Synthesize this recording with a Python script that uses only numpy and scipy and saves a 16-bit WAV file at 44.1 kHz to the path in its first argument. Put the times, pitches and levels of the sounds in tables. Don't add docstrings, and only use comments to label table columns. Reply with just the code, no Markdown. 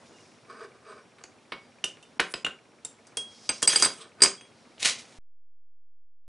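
import sys
import numpy as np
from scipy import signal
from scipy.fft import rfft, irfft, next_fast_len
from scipy.io import wavfile

SR = 44100
rng = np.random.default_rng(int(sys.argv[2]) if len(sys.argv) > 2 else 0)


def transcribe(signal):
    frames = np.atleast_2d(signal).T
    limited = np.clip(frames, -1, 1)
    pcm = np.round(limited * 32767).astype(np.int16)
    wavfile.write(sys.argv[1], SR, pcm)


def invert_db(level):
    return 10 ** (np.asarray(level, dtype=float) / 20)


N = 276933

KNOCKS = [
    (1.5204, -20, 1170, 11),
    (1.540, -44, 1190, 6),
    (1.649, -54, 2270, 3.8),
    (1.9705, -42.5, 1150, 3.9),
    (2.1958, -6.5, 1600, 6.2),
    (2.204, -19.5, 2370, 7.9),
    (2.4462, -20.5, 2840, 17),
    (3.8591, -15, 1023, 3.5),
    (4.26, -15.5, 2230, 2.4),
    (4.7806, -41.5, 2870, 4.1),
]
TAPS = [(1.1839, -42.5, 1050, 15), (1.24, -33.5, 4600, 1.7), (2.3397, -17, 2580, 2.7),
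        (2.465, -19.5, 1500, 5.1), (3.4911, -15.5, 2390, 9.1), (3.5024, -21.5, 2240, 2.1),
        (3.7282, -16.5, 1693, 14), (3.7584, -10, 3020, 2), (3.8344, -15, 1352, 1.9),
        (3.846, -17, 1155, 3.8), (4.2043, -29, 1348, 7), (4.2474, -13.5, 1267, 3.8), (4.4105, -39, 2500, 6)]
CLINKS = [(1.843, -24, 2950, 1.8), (2.026, -50, 2800, 14), (2.2012, -24.5, 1020, 2.3),
          (2.848, -36, 2750, 23), (3.069, -48.5, 1600, 8.6), (3.1709, -25, 2610, 8.8),
          (3.6208, -26.5, 1730, 4.8), (3.627, -14, 2840, 7), (3.6758, -13.5, 2380, 5.5),
          (3.799, -23, 2830, 5.3), (3.8238, -11, 1276, 4), (4.2192, -9.5, 2160, 13),
          (4.2355, -8, 3130, 3.5)]
# thud_re_crack_db, edge_re_crack_db
CRACK_KINDS = [
    (-14.5, -24.5),
    (-14.5, -7),
    (-12, 13.5),
]
USUAL_DB = -18.5
THUD_LAG = 0.58
THUD_HZ, THUD_WIDTH_HZ = 362, 180

# start_s, level_db, upper_modes_re_lower_db, chatter_ms
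PLATE_HITS = [(1.5204, -56, -16, 1.4), (1.54, -48, -25, 2), (3.0689, -54, -1, 1), (3.491, -18.5, 1, 1),
              (3.624, -30, 3.5, 2.9), (3.675, -7.5, 0, 0.15), (3.7289, -28.5, 4.5, 2),
              (3.7594, -11, -2.5, 0.46), (3.799, -25.5, -7, 0.65), (3.8237, -7, -7.5, 1),
              (3.832, -11.5, -3.5, 4.9), (3.847, -16.5, 4.5, 2.4), (4.2053, -36.5, -9.5, 1),
              (4.2198, -5.5, -1, 0.27), (4.2355, -9.5, -4, .8), (4.249, -15, -7.5, 0.61)]
# start_s, level_db, upper_modes_re_lower_db, chatter_ms
BOWL_HITS = [
    (3.1702, -22, -4, 1.5),
    (3.627, -21.5, -13.5, 2.5),
    (3.655, -43.5, -9, 0.66),
    (3.695, -20.5, -14, 2.4),
    (3.74, -28, -9.5, 2.3),
    (3.80, -27, -9.5, 2.4),
    (3.85, -29, -12, 2.3),
    (3.875, -49.5, 1.5, 1),
    (4.374, -46, -5, 1),
    (4.411, -47.5, 4.5, 1),
]
# start_s, level_db, upper_modes_re_lower_db, chatter_ms
SPOON_HITS = [
    (1.8412, -30, -5.5, 1.5),
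    (2.026, -49, 2, 1.9),
    (2.1964, -31.5, -14, 1.8),
    (2.4488, -31.5, -1.5, 0.36),
]
PLATE_HZ = [2205, 2255, 4290, 4765, 4800, 4824, 4850, 6190, 7660, 7780, 8170, 8273, 9215, 10770]
BOWL_HZ = [3280, 6160, 8258, 8656, 9222, 10070, 10830]
SPOON_HZ = [2719, 2850, 2993, 3150, 3601, 5700, 5879, 6100, 8581, 9981]
# level_db, t60_s
PLATE_MODES = [(-20, .08), (-22, .1), (-24, .03), (-9, .04), (-2, .07), (-10, .22), (-13, .08), (-20, .04),
               (-12, .04), (-17, .04), (-2, .08), (-13, .07), (-17, .04), (-24, .05)]
BOWL_MODES = [(-6, .38), (-24, .2), (-28, .2), (-11, .3), (-25, .15), (-33, .2), (-31, .2)]
SPOON_MODES = [(0, .09), (-9, .05), (-4, .12), (-8, .04), (-8, .15), (-16, .06), (-14, .12), (-18, .06),
               (-16, .07), (-28, .1)]
# start_s, level_db, pitch_hz, t60_s
SINGLE_NOTES = [(1.2384, -28, 6660, 0.0033), (2.8493, -24.5, 7550, 0.02), (3.7282, -23, 6300, 0.051),
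                (3.8233, -16, 6260, 0.02), (4.4093, -46, 6340, 0.02), (2.030, -58.5, 3580, 0.17),
                (2.448, -15.5, 2830, 0.028), (2.448, -26.5, 7000, 0.01), (2.8493, -27, 9300, 0.014),
                (2.8506, -37, 3680, 0.026), (3.069, -51.5, 6160, 0.046), (3.1725, -36.5, 410, 0.038),
                (3.1712, -32.5, 5300, 0.019), (3.1705, -24, 9220, 0.025), (3.4922, -26, 8600, 0.026),
                (3.6293, -23, 9400, 0.017), (3.6293, -26.5, 8100, 0.014), (3.4912, -21, 6280, 0.022),
                (1.5206, -45, 4805, .35), (1.5206, -38, 2220, .2), (1.8403, -30, 5880, 0.028),
                (4.262, -36, 4860, .3), (4.2353, -21, 5100, 0.058), (1.8406, -14.5, 2910, 0.02),
                (2.3391, -23, 4950, 0.018), (2.3394, -35.5, 7920, .02), (4.2191, -23, 406.4, .07),
                (3.976, -47, 8220, 0.077), (4.013, -42.5, 8100, 0.06)]

# peak_s, level_db
CRUNCH_SNAPS = [
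    (4.806, -27),
    (4.828, -18),
    (4.855, -7.5),
    (4.889, -15),
    (4.988, -32.5),
]
# pitch_hz, level_db_per_hz
CRUNCH_COLOUR = [(24, -55), (40, -13), (239, -3.5), (302, -10), (583, -2.5), (890, -5.5), (1050, -1),
                 (1560, 0), (1980, 7), (2690, 7.5), (6260, 5.5), (11000, -2.5), (14300, -46), (22000, -120)]
SNAP_RISE_DB_S, SNAP_FALL_DB_S, CRACKS_PER_S = 1301.5, 400, 4000
CRUMBS_FROM_S, CRUMBS_DB, CRUMBS_FADE_DB_S = 4.8, -44, 22

# peak_s, level_db, rise_s, fall_s
DRAG_PULLS = [
    (.5, -47, 0.017, 0.09),
    (0.639, -42, 0.11, 0.032),
    (.764, -55, 0.044, 0.025),
    (.87, -52.5, .025, 0.086),
    (.925, -48, 0.077, 0.017),
    (.984, -51, 0.077, 0.045),
    (1.216, -54.5, 0.047, 0.011),
    (4.024, -49.5, 0.063, 0.063),
    (4.2, -50.5, 0.027, .002),
]
# pitch_hz, width_hz, level_db
TABLE_PEAKS = [(427, 82, 3.5), (620, 95, -4), (1190, 350, 4), (1480, 370, -1), (2260, 230, -7)]

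# peak_s, level_db, rise_s, fall_s, colour_hz
RUSTLE_STROKES = [
    (.08, -65, 0.085, 0.028, 5230),
    (.212, -59, 0.36, 0.35, 5270),
    (2.332, -41, 0.051, 0.0074, 9820),
    (2.36, -52, .003, 0.1, 6800),
    (3.33, -55, .15, 0.46, 4984),
    (3.464, -50.5, 0.096, 0.047, 5100),
    (3.52, -41.5, .003, 0.15, 5260),
    (4.02, -43, 0.025, 0.032, 3300),
    (4.6, -64.5, 0.35, 0.65, 4530),
]
RUSTLE_WIDTH = .3
STROKE_DEPTH_DB = 17.5
# peak_s, level_db, rise_s, fall_s
CHATTER = [
    (3.69, -22.5, .003, 0.17),
    (3.76, -23, .006, 0.017),
    (3.82, -31, 0.038, .002),
    (3.848, -24, 0.036, 0.03),
]
# start_s, end_s, pitch_hz, level_db
SQUEAKS = [
    (.03, .06, 3400, -70),
    (.05, .10, 3650, -69),
    (.11, .23, 2850, -67),
    (.04, .16, 7000, -70),
    (2.03, 2.075, 2800, -60),
]

# pitch_hz, t60_s
ROOM_T60 = [(200, .35), (1000, 0.25), (3000, 0.24), (6000, .24), (11000, 0.11)]
# pitch_hz, level_db
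SIDE_COLOUR = [(100, -22), (500, -24), (2000, -20), (5000, -17), (11000, -18)]
ROOM_DB, RING_SEND_DB = -8, -7.5
LEAN_DB = -0.5

# start_s, level_db
AIR_LEVEL = [(0, -54), (.4, -57), (1.1, -58), (2, -56.5), (2.7, -59), (3.3, -56), (4.1, -57.5), (5.19, -56)]
# pitch_hz, level_db_per_hz
AIR_COLOUR = [(15, -63), (25, -35.5), (53, -28), (109, -7.5), (200, -10), (239, -1), (278, -8.5), (461, -8),
              (1090, -13.5), (2460, -16.5), (3250, -16.5), (5680, -21.5), (10700, -27.5), (13900, -62),
              (22000, -120)]
AIR_SIDE_DB = -11.5
HISS_DB, HISS_FOLLOWS = -63, .9
WHINE_HZ, WHINE_DB = 5600, -79
TICK_FIRST_S, TICKS_PER_S = .052, 15
TICK_HZ, TICK_WIDTH_HZ, TICK_DB, TICK_S = 2300, 400, -59, .008

# blow_s, lowest_lost_hz
DROPOUTS = [
    (1.841, 7000),
    (2.195, 1000),
    (2.339, 2500),
    (2.447, 1500),
    (3.674, 1200),
]
DROPOUT_S, DROPOUT_LEAD_S, DROPOUT_LEFT = .008, .003, .1
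# start_s, value
OFFSET = [(5.1865, 0), (5.1872, .0078), (5.5, .0084), (6.04, .0083), (6.056, .00696), (6.28, .00696)]
CUT_S, CUTOFF_HZ = 5.187, 11200


def at_hz(points, hz):
    table = np.array(points)
    return np.interp(np.log(hz), np.log(table[:, 0]), table[:, 1])


def in_time(rows, outside=None):
    s, *columns = np.transpose(rows)
    return [np.interp(np.arange(N) / SR, s, c, outside, outside) for c in columns]


def rms_one(x):
    return x / np.sqrt(np.mean(x ** 2) + 1e-20)


def coloured(x, spectrum):
    size = next_fast_len(N)
    hz = np.arange(size // 2 + 1) * SR / size + 1
    shaped = irfft(rfft(x, size) * invert_db(at_hz(spectrum, hz)), size)
    return rms_one(shaped[..., :N])


def band(x, low_hz, high_hz):
    return signal.sosfilt(signal.butter(2, [low_hz, high_hz], "band", fs=SR, output="sos"), x)


def resonance(x, hz, width_hz):
    r = np.exp(-np.pi * width_hz / SR)
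    poles = [1, -2 * r * np.cos(2 * np.pi * hz / SR), r * r]
    return signal.lfilter([(1 - r * r) / 2, 0, (r * r - 1) / 2], poles, x)


def double_resonance(x, hz, width_hz):
    return resonance(resonance(x, hz, width_hz), hz, width_hz)


def ring(clicks, hz, t60):
    r, w = invert_db(-60 / (t60 * SR)), 2 * np.pi * hz / SR
    return signal.lfilter([0, np.sin(w)], [1, -2 * r * np.cos(w), r * r], clicks + 1e-18)


def grains(per_s, spread_db):
    sizes = invert_db(spread_db * np.minimum(rng.exponential(1, N), 4)) * rng.choice([-1, 1], N)
    return sizes * (rng.random(N) < per_s / SR)


def burst(ms, size=2048):
    envelope = np.exp(-np.arange(size) / SR * 1000 / np.clip(ms, .1, 15))
    spectrum = rfft(rng.standard_normal(size) * envelope)
    even = irfft(spectrum / np.abs(spectrum), size) * np.sqrt(envelope)
    return even / np.sqrt(np.sum(even ** 2))


def stroke(s, db, rise_s, fall_s):
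    t = np.arange(N) / SR - s
    away = np.maximum(-t / max(rise_s, .001), t / max(fall_s, .001))
    return invert_db(db - STROKE_DEPTH_DB * away) * (away < 2)


def contacts():
    body, edge = np.zeros((2, N))
    for rows, (thud_db, edge_db) in zip([KNOCKS, TAPS, CLINKS], CRACK_KINDS):
        for s, db, hz, ms in rows:
            blow = burst(ms)
            push = burst(3.8 * ms + 3)
            span = slice(int(s * SR), int(s * SR) + len(blow))
            middle = band(band(blow, 600, 6200), 840, 3700) + 1.99 * resonance(blow, hz, 330)
            thud = band(push, 130, 690) + 0.66 * band(push, 30, 100)
            thud = thud + 1.2 * resonance(push, THUD_HZ, THUD_WIDTH_HZ)
            thud_gain = invert_db(thud_db - THUD_LAG * max(db - USUAL_DB, 0) + 14.0)
            body[span] += invert_db(db + 18.5) * (middle + thud_gain * thud)
            edge[span] += invert_db(db + edge_db + 11) * band(blow, 3800, 9600)
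    return body, edge


def struck(hits, pitches, modes, split_hz, damp_db):
    out = np.zeros((2, N + SR // 2))
    t = np.arange(SR // 2) / SR
    hz = np.array(pitches)[:, None]
    mode_db, t60 = np.transpose(modes)[:, :, None]
    apart = .14 * rng.standard_normal((len(pitches), 1))
    next_starts = [row[0] for row in hits[1:]] + [N / SR]
    for (s, db, upper_db, ms), next_s in zip(hits, next_starts):
        swell = 1 - np.exp(-t * 1000 / max(ms, .1))
        mode_level_db = db + mode_db + (hz > split_hz) * upper_db
        level = swell * invert_db(mode_level_db - 60 * t / t60 + damp_db * (t > next_s - s))
        phase = 2 * np.pi * (hz * t + rng.random((len(pitches), 1)))
        pair = [(level * np.sin(phase + side * apart)).sum(axis=0) for side in (1, -1)]
        out[:, int(s * SR):int(s * SR) + len(t)] += pair
    return out[:, :N]


def single_notes():
    out = np.zeros(N)
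    for s, db, hz, t60 in SINGLE_NOTES:
        note = ring(np.arange(8192) == 0, hz, t60)
        out[int(s * SR):int(s * SR) + len(note)] += invert_db(db) * note
    return out


def crunch():
    t = np.arange(N) / SR
    level = invert_db(CRUMBS_DB - CRUMBS_FADE_DB_S * (t - CRUMBS_FROM_S)) * (t > CRUMBS_FROM_S)
    for s, db in CRUNCH_SNAPS:
        drop_db = np.maximum((s - t) * SNAP_RISE_DB_S, (t - s) * SNAP_FALL_DB_S)
        level = np.maximum(level, invert_db(db - drop_db))
    clumps = band(rng.standard_normal(N), 6.86, 100)
    snaps = grains(CRACKS_PER_S, 4.05) * invert_db(1.0 * rms_one(clumps))
    return level * invert_db(-9.5) * coloured(snaps, CRUNCH_COLOUR)


def drag():
    level = sum(stroke(*row) for row in DRAG_PULLS)
    slips = rms_one(grains(3000, 2.5))
    body = sum(invert_db(db) * double_resonance(slips, hz, width_hz) / np.sqrt(width_hz)
               for hz, width_hz, db in TABLE_PEAKS)
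    scrape = rms_one(body) + invert_db(-7.0) * band(slips, 250, 4600)
    return level * slips, level * scrape


def singing(slips):
    return sum(invert_db(db) * ring(slips, hz, t60) for hz, (db, t60) in zip(PLATE_HZ, PLATE_MODES))


def rustle():
    fine = rms_one(grains(6700, 2.9))
    brushed = sum(stroke(s, db - 4, rise, fall) * rms_one(resonance(fine, hz, RUSTLE_WIDTH * hz))
                  for s, db, rise, fall, hz in RUSTLE_STROKES)
    buzz_level = sum(stroke(*row) for row in CHATTER)
    return brushed + buzz_level * invert_db(-3.5) * rms_one(band(fine, 1500, 14000))


def squeaks():
    t, white = np.arange(N) / SR, rng.standard_normal(N)
    out = np.zeros(N)
    for start, end, hz, db in SQUEAKS:
        swell = np.sin(np.pi * np.clip((t - start) / (end - start), 0, 1))
        out += invert_db(db) * swell * rms_one(resonance(resonance(white, hz, 88.4), hz, 89))
    return out


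def room(x):
    t = np.arange(SR // 2) / SR
    white = rng.standard_normal((2, 2, len(t)))
    tail = 0
    for k, low_hz in enumerate(100 * 2 ** np.arange(0, 7, .5)):
        decay = invert_db(-60 * t / at_hz(ROOM_T60, low_hz))
        mid_side = [[1], [invert_db(at_hz(SIDE_COLOUR, low_hz))]]
        tail = tail + band(white[k % 2], low_hz, low_hz * 2 ** .5) * decay * mid_side
    tail = tail * np.clip((t - .002) / 0.00043, 0, 1)
    tail = tail / np.sqrt(np.sum(tail[0] ** 2))
    mid, side = signal.fftconvolve(x[None], tail, axes=1)[:, :N]
    return mid + side * [[1], [-1]]


def air():
    low_db, = in_time(AIR_LEVEL)
    noise = coloured(rng.standard_normal((2, N)), AIR_COLOUR)
    low = signal.sosfilt(signal.butter(2, 2000, fs=SR, output="sos"), noise)
    high = noise - low
    flicker = invert_db(1.4 * rms_one(band(rng.standard_normal(N), 2.4, 27)))
    hum = invert_db(low_db - 1.5) * flicker * rms_one(low)
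    hiss = invert_db(HISS_DB + HISS_FOLLOWS * (low_db + 57.5)) * rms_one(high)
    mid, side = hum + hiss
    whine = rms_one(double_resonance(rng.standard_normal(N), WHINE_HZ, 40))
    return mid + invert_db(WHINE_DB) * whine + invert_db(AIR_SIDE_DB) * side * [[1], [-1]]


def ticking():
    since = (np.arange(N) / SR - TICK_FIRST_S) % (1 / TICKS_PER_S)
    note = rms_one(double_resonance(rng.standard_normal(N), TICK_HZ, TICK_WIDTH_HZ))
    return invert_db(TICK_DB) * note * np.exp(-since / TICK_S)


def dropouts(x):
    t, out = np.arange(N) / SR, x.copy()
    for s, hz in DROPOUTS:
        at = slice(int((s - .03) * SR), int(s * SR))
        low = signal.sosfiltfilt(signal.butter(4, hz, fs=SR, output="sos"), x[:, at])
        from_middle = np.abs(t[at] - s + DROPOUT_LEAD_S + DROPOUT_S / 2)
        gate = np.clip(2 - 4 * from_middle / DROPOUT_S * .75, 0, 1)
        out[:, at] -= (1 - DROPOUT_LEFT) * gate * (x[:, at] - low)
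    return out


def scene():
    body, edge = contacts()
    slips, dragged = drag()
    plate = struck(PLATE_HITS, PLATE_HZ, PLATE_MODES, split_hz=5500, damp_db=-4.5)
    plate = plate + invert_db(-41.0) * singing(slips)
    bowl = struck(BOWL_HITS, BOWL_HZ, BOWL_MODES, split_hz=4500, damp_db=-8.5)
    spoon = struck(SPOON_HITS, SPOON_HZ, SPOON_MODES, split_hz=4500, damp_db=-4.5)
    right = edge + single_notes() + rustle()
    centre = body + dragged + squeaks() + crunch()
    near = (plate + bowl + right) * invert_db([[LEAN_DB], [-LEAN_DB]])
    near = near + (centre + spoon) * invert_db([[-.25], [.25]])
    sent = right + centre + invert_db(RING_SEND_DB) * (plate + bowl + spoon).mean(axis=0)
    reflected = invert_db(ROOM_DB) * room(sent) * invert_db([[-.3], [.3]])
    return near + reflected + air() + ticking()


def band_limit(x):
    return signal.sosfilt(signal.butter(12, 11980, fs=SR, output="sos"), x)


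def record(dry):
    rounded = 1.7 * np.tanh(dropouts(dry) / 1.7)
    x = signal.sosfilt(signal.cheby2(20, 50, CUTOFF_HZ, fs=SR, output="sos"), rounded)
    x = x * (np.arange(N) < CUT_S * SR) + in_time(OFFSET)[0]
    return band_limit(np.clip(x, -1, 1))


dry = scene()
out = record(dry)
transcribe(out)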